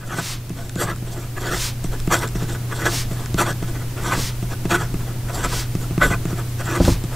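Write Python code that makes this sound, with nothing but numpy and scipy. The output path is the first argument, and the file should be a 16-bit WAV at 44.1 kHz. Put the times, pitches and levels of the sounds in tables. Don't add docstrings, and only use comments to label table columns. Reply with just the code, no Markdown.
import sys
import numpy as np
from scipy import signal
from scipy.fft import rfft, irfft
from scipy.io import wavfile
from scipy.ndimage import uniform_filter1d

SR = 44100
rng = np.random.default_rng(int(sys.argv[2]) if len(sys.argv) > 2 else 0)


def boost_factor(decibels):
    exponent = np.asarray(decibels, float) / 20
    return 10 ** exponent


def wav_record(signal):
    frames = np.transpose(np.atleast_2d(signal))
    bounded = np.clip(frames, -1, 1)
    quanta = np.round(bounded * 32767).astype(np.int16)
    wavfile.write(sys.argv[1], SR, quanta)


N = 315315

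# f/Hz, width/Hz, level/dB
BARREL = [(598, 56, 2), (719, 11, -8), (740, 180, -13), (1007, 61, 4), (1022, 45, 1.5), (1176, 194, 2),
          (1341, 130, 3.5), (1495, 41, 7.5), (1688, 94, 1.5), (1986, 90, -1), (2486, 220, -7),
          (2874, 290, -14.5)]
# f/Hz, width/Hz, level/dB
TIP = [(3530, 440, -6), (4600, 250, -8.5), (5190, 107, -6.5), (5840, 350, -6), (6510, 350, -10),
       (6920, 136, -3), (7550, 290, -5), (8340, 310, -6), (9560, 370, -13), (10560, 350, -13.5),
       (11530, 170, -9), (12600, 260, -12), (14600, 700, -27)]


def curve(rows):
    return np.interp(np.arange(N) / SR, *np.transpose(rows))


def coloured(points):
    extra = 45
    hz = np.maximum(np.fft.rfftfreq(N + extra, 1 / SR), 1)
    at, db = np.transpose(points)
    shape = boost_factor(np.interp(np.log(hz), np.log(at), db))
    x = irfft(rfft(rng.standard_normal(N + extra)) * shape)[:N]
    return x / x.std()


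def dull(x, hz):
    return signal.sosfilt(signal.butter(4, hz, fs=SR, output="sos"), x)


def body(x, modes, patchy_db=0.):
    gap = np.zeros(SR // 4)
    probe = np.concatenate([x + 1e-18, gap, [1.], gap])
    grip = uniform_filter1d(rng.standard_normal((len(modes), 400)), size=2) * np.sqrt(2)
    grip_at = np.linspace(0, len(x), 400)
    out = 0
    for k, (hz, width, db) in enumerate(modes):
        r = np.exp(-np.pi * abs(width) / SR)
        swell = np.interp(np.arange(len(probe)), grip_at, grip[k], right=0)
        poles = [1, -2 * r * np.cos(2 * np.pi * hz / SR), r * r]
        ring = signal.lfilter([1, 0, -1], poles, probe * boost_factor(patchy_db * swell))
        out = out + (-1) ** k * boost_factor(db) * (1 - r * r) * ring
    return out[:len(x)] / np.linalg.norm(out[-SR // 4:])


def struck(modes, contact_s):
    t = np.arange(SR // 3) / SR
    ring = sum(share * np.sin(2 * np.pi * hz * t) * boost_factor(-60 * t / t60) for hz, share, t60 in modes)
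    force = np.hanning(max(int(contact_s * SR), 3))
    return np.convolve(ring, force / force.sum())[:len(t)]


def pulses(rows, shape):
    s, db = np.transpose(rows)
    train = np.zeros(N)
    np.add.at(train, (s * SR).astype(int), boost_factor(db))
    return signal.fftconvolve(train, shape)[:N]


def fibres(per_s, spread_db):
    size = boost_factor(spread_db * np.minimum(rng.exponential(1, N), 5)) * rng.choice([-1, 1], N)
    x = size * (rng.random(N) < per_s / SR)
    return x / x.std()


def hum():
    # f/Hz, level/dB
    orders = [(29.9, -28), (59.8, -34), (89.8, -17), (120, -5.5)]
    wander = np.cumsum(coloured([(1, 31), (3, -23), (30, -59)])) / SR
    turn = 2 * np.pi * (np.arange(N) / SR + 0.0018 * wander)
    return sum(np.sqrt(2) * boost_factor(db) * np.sin(hz * turn + k) for k, (hz, db) in enumerate(orders))


def room_air():
    # f/Hz, level/dB per Hz
    air = [(35, -0.5), (52, -5), (75, -13), (100, -3.5), (170, -11.5), (345, -16), (510, -23.5),
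           (1150, -29), (4370, -35), (7230, -36), (16000, -37.5)]
    return coloured(air)


def capsule_hiss():
    # f/Hz, level/dB per Hz
    capsule = [(40, -1.5), (150, -5.5), (345, -3.5), (1470, -9.5), (6000, -9), (16000, -9.5)]
    return coloured(capsule)


def desk_rumble(gain):
    # t/s, level/dB
    leans = [(.9, -34), (1.59, -23), (1.9, -25), (2.07, -20.5), (2.38, -28), (3.15, -29), (3.37, -21),
             (3.68, -26), (4.02, -27), (4.19, -22), (4.49, -27), (4.68, -23), (5.0, -22), (5.42, -21),
             (5.59, -20.5), (5.81, -21), (6.05, -20), (6.2, -27), (6.77, -29), (6.92, -22)]
    lean_s, steady_db = 0.11, -23.5
    s, db = np.transpose(leans)
    t = np.arange(0, N, 50) / SR
    power = (boost_factor(db - 10 * ((t[:, None] - s) / lean_s) ** 2) ** 2).sum(axis=1)
    level = np.sqrt(np.interp(np.arange(N) / SR, t, power) + (gain * boost_factor(steady_db)) ** 2)
    return level * coloured([(5, -24), (15, 23), (22, 0), (40, 16.0), (55, -1), (90, -34.5)])


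def nib(tail=1.71):
    # t of top speed/s, barrel level/dB, length/s, tip level over barrel/dB
    pulls = [(0.037, -41.5, .04, -27), (.132, -31, 0.047, -13.5), (.19, -26.5, 0.033, -10.5),
             (.902, -28.5, 0.053, -14.5), (1.378, -29.5, 0.018, -17), (2.236, -25, 0.048, -12),
             (2.428, -38, 0.065, -5.5), (2.725, -30, .029, -17), (2.931, -38.5, 0.055, -1.5),
             (3.503, -28.5, 0.041, -11.5), (3.691, -40.5, .041, -8), (3.761, -37, 0.031, -10),
             (4.19, -35.5, 0.053, -7), (4.526, -33.5, .031, -10.5), (5.302, -33.5, 0.033, -14),
             (6.069, -33.5, 0.051, -1.5), (6.14, -25.5, 0.027, -17)]
    flicks = [(1.076, -42.5, 0.045, -8), (1.172, -41.5, 0.044, -7.5), (1.232, -42, 0.036, -10.5),
              (5.531, -31, .018, -16), (1.532, -25, 0.047, -10), (1.848, -46, 0.034, -1),
              (1.93, -37, 0.035, -8), (2.129, -15, 0.042, -11), (2.359, -38, 0.024, -5),
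              (2.493, -35, .037, -7), (3.116, -43.5, 0.046, -2), (3.386, -21.5, 0.021, -9.5),
              (3.63, -39.5, 0.029, -8), (3.98, -33, 0.037, -13), (4.071, -28.5, 0.088, -9.5),
              (4.126, -18, 0.032, -14.5), (4.713, -17.5, 0.031, -12), (5.531, -38, 0.14, -11),
              (5.822, -42, 0.05, -4.5), (6.02, -17.5, 0.027, -27), (6.034, -19, 0.044, -12.5),
              (6.387, -34, .04, -9), (6.855, -33, 0.015, -13), (7.14, -36.5, 0.066, -10),
              (2.862, -19.5, 0.031, -12), (5.444, -21, 0.026, -12), (6.758, -23, 0.024, -13)]
    sweeps = [(.597, -41.5, 0.062, -7), (.819, -24, 0.051, -7.5), (1.475, -30.5, 0.1, -9.5),
              (2.554, -36, 0.024, -15), (2.79, -39, .03, -12), (2.824, -31, 0.085, -10),
              (3.209, -41, 0.093, -7.5), (3.411, -17, .035, -11.5), (3.472, -25.5, 0.042, -13.5),
              (3.818, -40.5, 0.039, -11), (4.432, -48, 0.028, -1), (4.657, -37, 0.016, -12),
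              (4.749, -19, 0.034, -14), (4.813, -29.5, .06, -12), (5.008, -39, 0.022, -17),
              (5.088, -40, 0.045, -12), (5.394, -30.5, 0.086, -10.5), (6.115, -25, 0.028, -12.5),
              (6.313, -39, 0.065, -8.5), (6.605, -29, 0.025, -13), (6.685, -33, .033, -21),
              (6.716, -29, 0.098, -12.5), (7.045, -45, 0.015, -4)]
    # t/s, barrel level/dB
    light = [(.076, -51.5), (.155, -50), (.655, -56), (1.13, -52), (1.205, -54), (1.416, -48), (2.182, -42),
             (2.529, -49), (2.763, -47.5), (4.023, -49), (5.348, -45), (6.49, -59), (6.655, -52)]
    # f/Hz, width/Hz, level/dB
    slit_modes = [(3240, 130, 0), (3520, 160, -2)]
    # f/Hz, width/Hz, level/dB
    desk_modes = [(41.8, 7.3, -7), (106.2, 5, 9), (158.3, 6.1, 8), (184, 10.5, 3), (217, 23, -12.5),
                  (265.3, 12.5, -1.5), (343.3, 28.2, -0.5), (460, 60, -8.5), (677, 61, -12.5)]

    crossings = [(s, db, 0.033, 6) for s, db in light]
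    kinds = (pulls, 0.62), (flicks, 0.37), (list(sweeps) + crossings, 0.51)
    t, power = np.arange(N) / SR, np.zeros((3, N))
    for rows, share in kinds:
        for s, db, length, tip_db in rows:
            rise, fall = share * length, (1 - share) * length
            desk_db = 11 + 0.52 * tip_db - 0.2 * (db + 31)
            near = slice(max(int((s - .15) * SR), 0), int((s + .2) * SR))
            late = t[near] - s
            off = np.abs(late) / np.maximum(np.where(late < 0, rise, fall), .004)
            parts_db = db + np.array([[0], [tip_db], [desk_db]])
            power[:, near] += boost_factor(parts_db - 6.68 * off ** tail) ** 2
    barrel, tip, desk = np.sqrt(power)

    catches = fibres(per_s=5000, spread_db=2.5)
    fine = fibres(per_s=6000, spread_db=3.0)
    slit_ring = body(np.sqrt(barrel * tip) * catches, slit_modes, patchy_db=2)
    paper = tip * np.diff(fine, n=2, prepend=[0, 0])
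    desk_ring = body(desk * catches, desk_modes, patchy_db=2.0)
    upper_desk = dull(signal.lfilter([1, -.985], [1], desk_ring), hz=1330)
    barrel_ring = dull(body(barrel * catches, BARREL, patchy_db=3.0), hz=3330)
    tip_ring = body(tip * (0.82 * catches + 1.78 * fine), TIP, patchy_db=3.0)
    return (boost_factor(4.5) * barrel_ring + boost_factor(2.5) * tip_ring + boost_factor(28.5) * upper_desk
            + boost_factor(-5.0) * slit_ring + boost_factor(-9.0) * paper)


def touches():
    # t/s, peak level/dB
    landings = [(0.184, -18), (0.5032, -18), (0.7595, -15), (1.0246, -23), (1.8444, -14), (2.0761, -10.0),
                (2.3544, -14), (2.424, -14.5), (3.1125, -17), (3.3439, -10.5), (3.6256, -15), (4.177, -15),
                (4.4264, -15.5), (4.5191, -25), (4.6536, -11), (4.9416, -13.5), (5.7515, -12),
                (5.9085, -16), (5.9778, -8), (6.1104, -13.5), (6.2534, -12.5), (6.3287, -18.0),
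                (7.0393, -16)]
    # t/s, peak level/dB
    contacts = [(0.4949, -23), (0.6947, -18), (0.7561, -17), (0.9606, -20.5), (0.9844, -27), (1.0221, -34),
                (1.8415, -20), (1.9946, -23), (2.0008, -16), (2.0738, -17.5), (2.2741, -19),
                (2.2768, -16.5), (2.2794, -19), (2.2877, -19.5), (2.3535, -33), (2.9515, -18),
                (3.1099, -26), (3.2591, -15.5), (3.3429, -17), (3.5279, -21), (3.6257, -25), (4.4247, -25),
                (4.6529, -21), (4.9418, -21), (5.7516, -19.5), (5.979, -17), (6.2537, -18.5),
                (6.8505, -7.5), (7.0382, -23)]
    # f/Hz, signed share, t60/s
    pad_modes = [(160, .19, .3), (174, .41, .17), (263, .07, .3), (336, -.8, .031), (452, .46, .013),
                 (668, .06, .09)]
    # f/Hz, signed share, t60/s
    snap_modes = [(710, 0.23, 0.0047), (1200, 0.13, 0.019), (2100, .1, 0.015), (2600, 0.099, 0.015)]
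    fizz = pulses(contacts, np.exp(-np.arange(400) / 17.0)) * rng.standard_normal(N)
    fizz = dull(np.diff(fizz, prepend=0), hz=8150)
    tick = fizz + boost_factor(-2.5) * body(fizz, TIP) + boost_factor(4.5) * body(fizz, BARREL[4:])
    thud = pulses(np.subtract(landings, [.0008, 0]), struck(pad_modes, contact_s=.0007))
    snap = pulses(np.add(landings, [.001, 0]), struck(snap_modes, contact_s=0.000099))
    return tick + boost_factor(0.5) * thud + snap


def hand():
    # t of full speed/s, hold/s, level/dB
    slides = [
        (0.272, 0.05, -32.5),
        (1.631, 0.037, -30),
        (2.962, 0.035, -30.5),
        (4.212, 0.057, -31.5),
        (5.565, 0.036, -31.5),
        (6.881, 0.033, -31.5),
    ]
    # f/Hz, level/dB per Hz
    skin = [(290, -37), (500, -7), (829, -5.5), (958, -2), (2120, -1.5), (5120, -1), (12500, -14.5),
            (15800, -15)]
    attack_s, release_s, sag_db_per_s = 0.15, 0.074, 15
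    t = np.arange(N) / SR
    levels = []
    for s, hold, db in slides:
        sag = sag_db_per_s * np.clip(t - s, 0, hold)
        before = 20 * (np.minimum(t - s, 0) / attack_s) ** 2
        after = 20 * (np.maximum(t - s - hold, 0) / release_s) ** 2
        levels.append(db - sag - before - after)
    level = np.max(levels, axis=0)
    grain_db = 2.0 * coloured([(20, 3), (60, -21), (300, -11), (1000, 1)])
    level = uniform_filter1d(level, size=600)
    hiss = coloured(skin)
    low = dull(hiss, hz=8500)
    sheen = boost_factor(0.94 * (level + 36.5)) * (dull(hiss, hz=16500) - low)
    return boost_factor(level + 4.5 + grain_db) * (low + sheen)


def knocks():
    # t/s, level/dB
    bumps = [
        (6.8011, 2),
        (6.8048, 6.5),
        (6.8767, 1),
        (6.8803, 5.5),
        (6.891, -10),
    ]
    # t/s, level/dB
    nudges = [
        (5.917, -8),
        (6.101, -6),
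        (6.8438, -2),
        (6.8538, -2.5),
        (6.919, -7),
        (6.942, -15),
    ]
    # f/Hz, signed share, t60/s
    edge = [(42, -0.13, 0.3), (65, -0.18, 0.15), (105, 0.18, 0.3), (173, 0.49, 0.101), (266, 0.19, 0.107),
            (340, 0.2, 0.118), (468, 0.09, 0.08), (595, -0.75, 0.009), (969, 0.09, 0.03)]
    # f/Hz, signed share, t60/s
    crack = [(686, 0.051, 0.048), (804, 0.065, 0.04), (997, 0.11, 0.075), (1190, 0.032, 0.072)]
    blow = -struck(edge, contact_s=.001) - struck(crack, contact_s=0.00089)
    soft_blow = -struck(edge, contact_s=0.0037)
    fade = boost_factor(-60 * np.arange(SR // 5) / SR / 0.14)
    shaking = pulses(list(bumps) + list(nudges), fade)
    rattle = dull(shaking * rng.standard_normal(N), hz=1140)
    return boost_factor(-14.5) * rattle + pulses(bumps, blow) + pulses(nudges, soft_blow)


def scene():
    # t/s, level/dB
    gain_rows = [
        (0.0, -24),
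        (0.76, -21.5),
        (2.79, -18),
        (5.5, -18.5),
        (6.19, -17.5),
        (7.15, -18),
    ]
    gain = boost_factor(curve(gain_rows))
    pen = nib() + boost_factor(4.5) * touches() + knocks()
    background = desk_rumble(gain) + gain * (hum() + boost_factor(-7.0) * room_air())
    mid = pen + hand() + background
    side = gain * boost_factor(-20.5) * capsule_hiss()
    return np.array([mid + side, mid - side])


def band_limit(x):
    return signal.sosfilt(signal.butter(12, 16400, fs=SR, output="sos"), x)


def record(dry):
    cut = signal.ellip(12, .5, 70, 15640, fs=SR, output="sos")
    level = 1.3 * np.tanh(.5 * dry)
    return band_limit(signal.sosfilt(cut, level))


dry = scene()
out = record(dry)
wav_record(out)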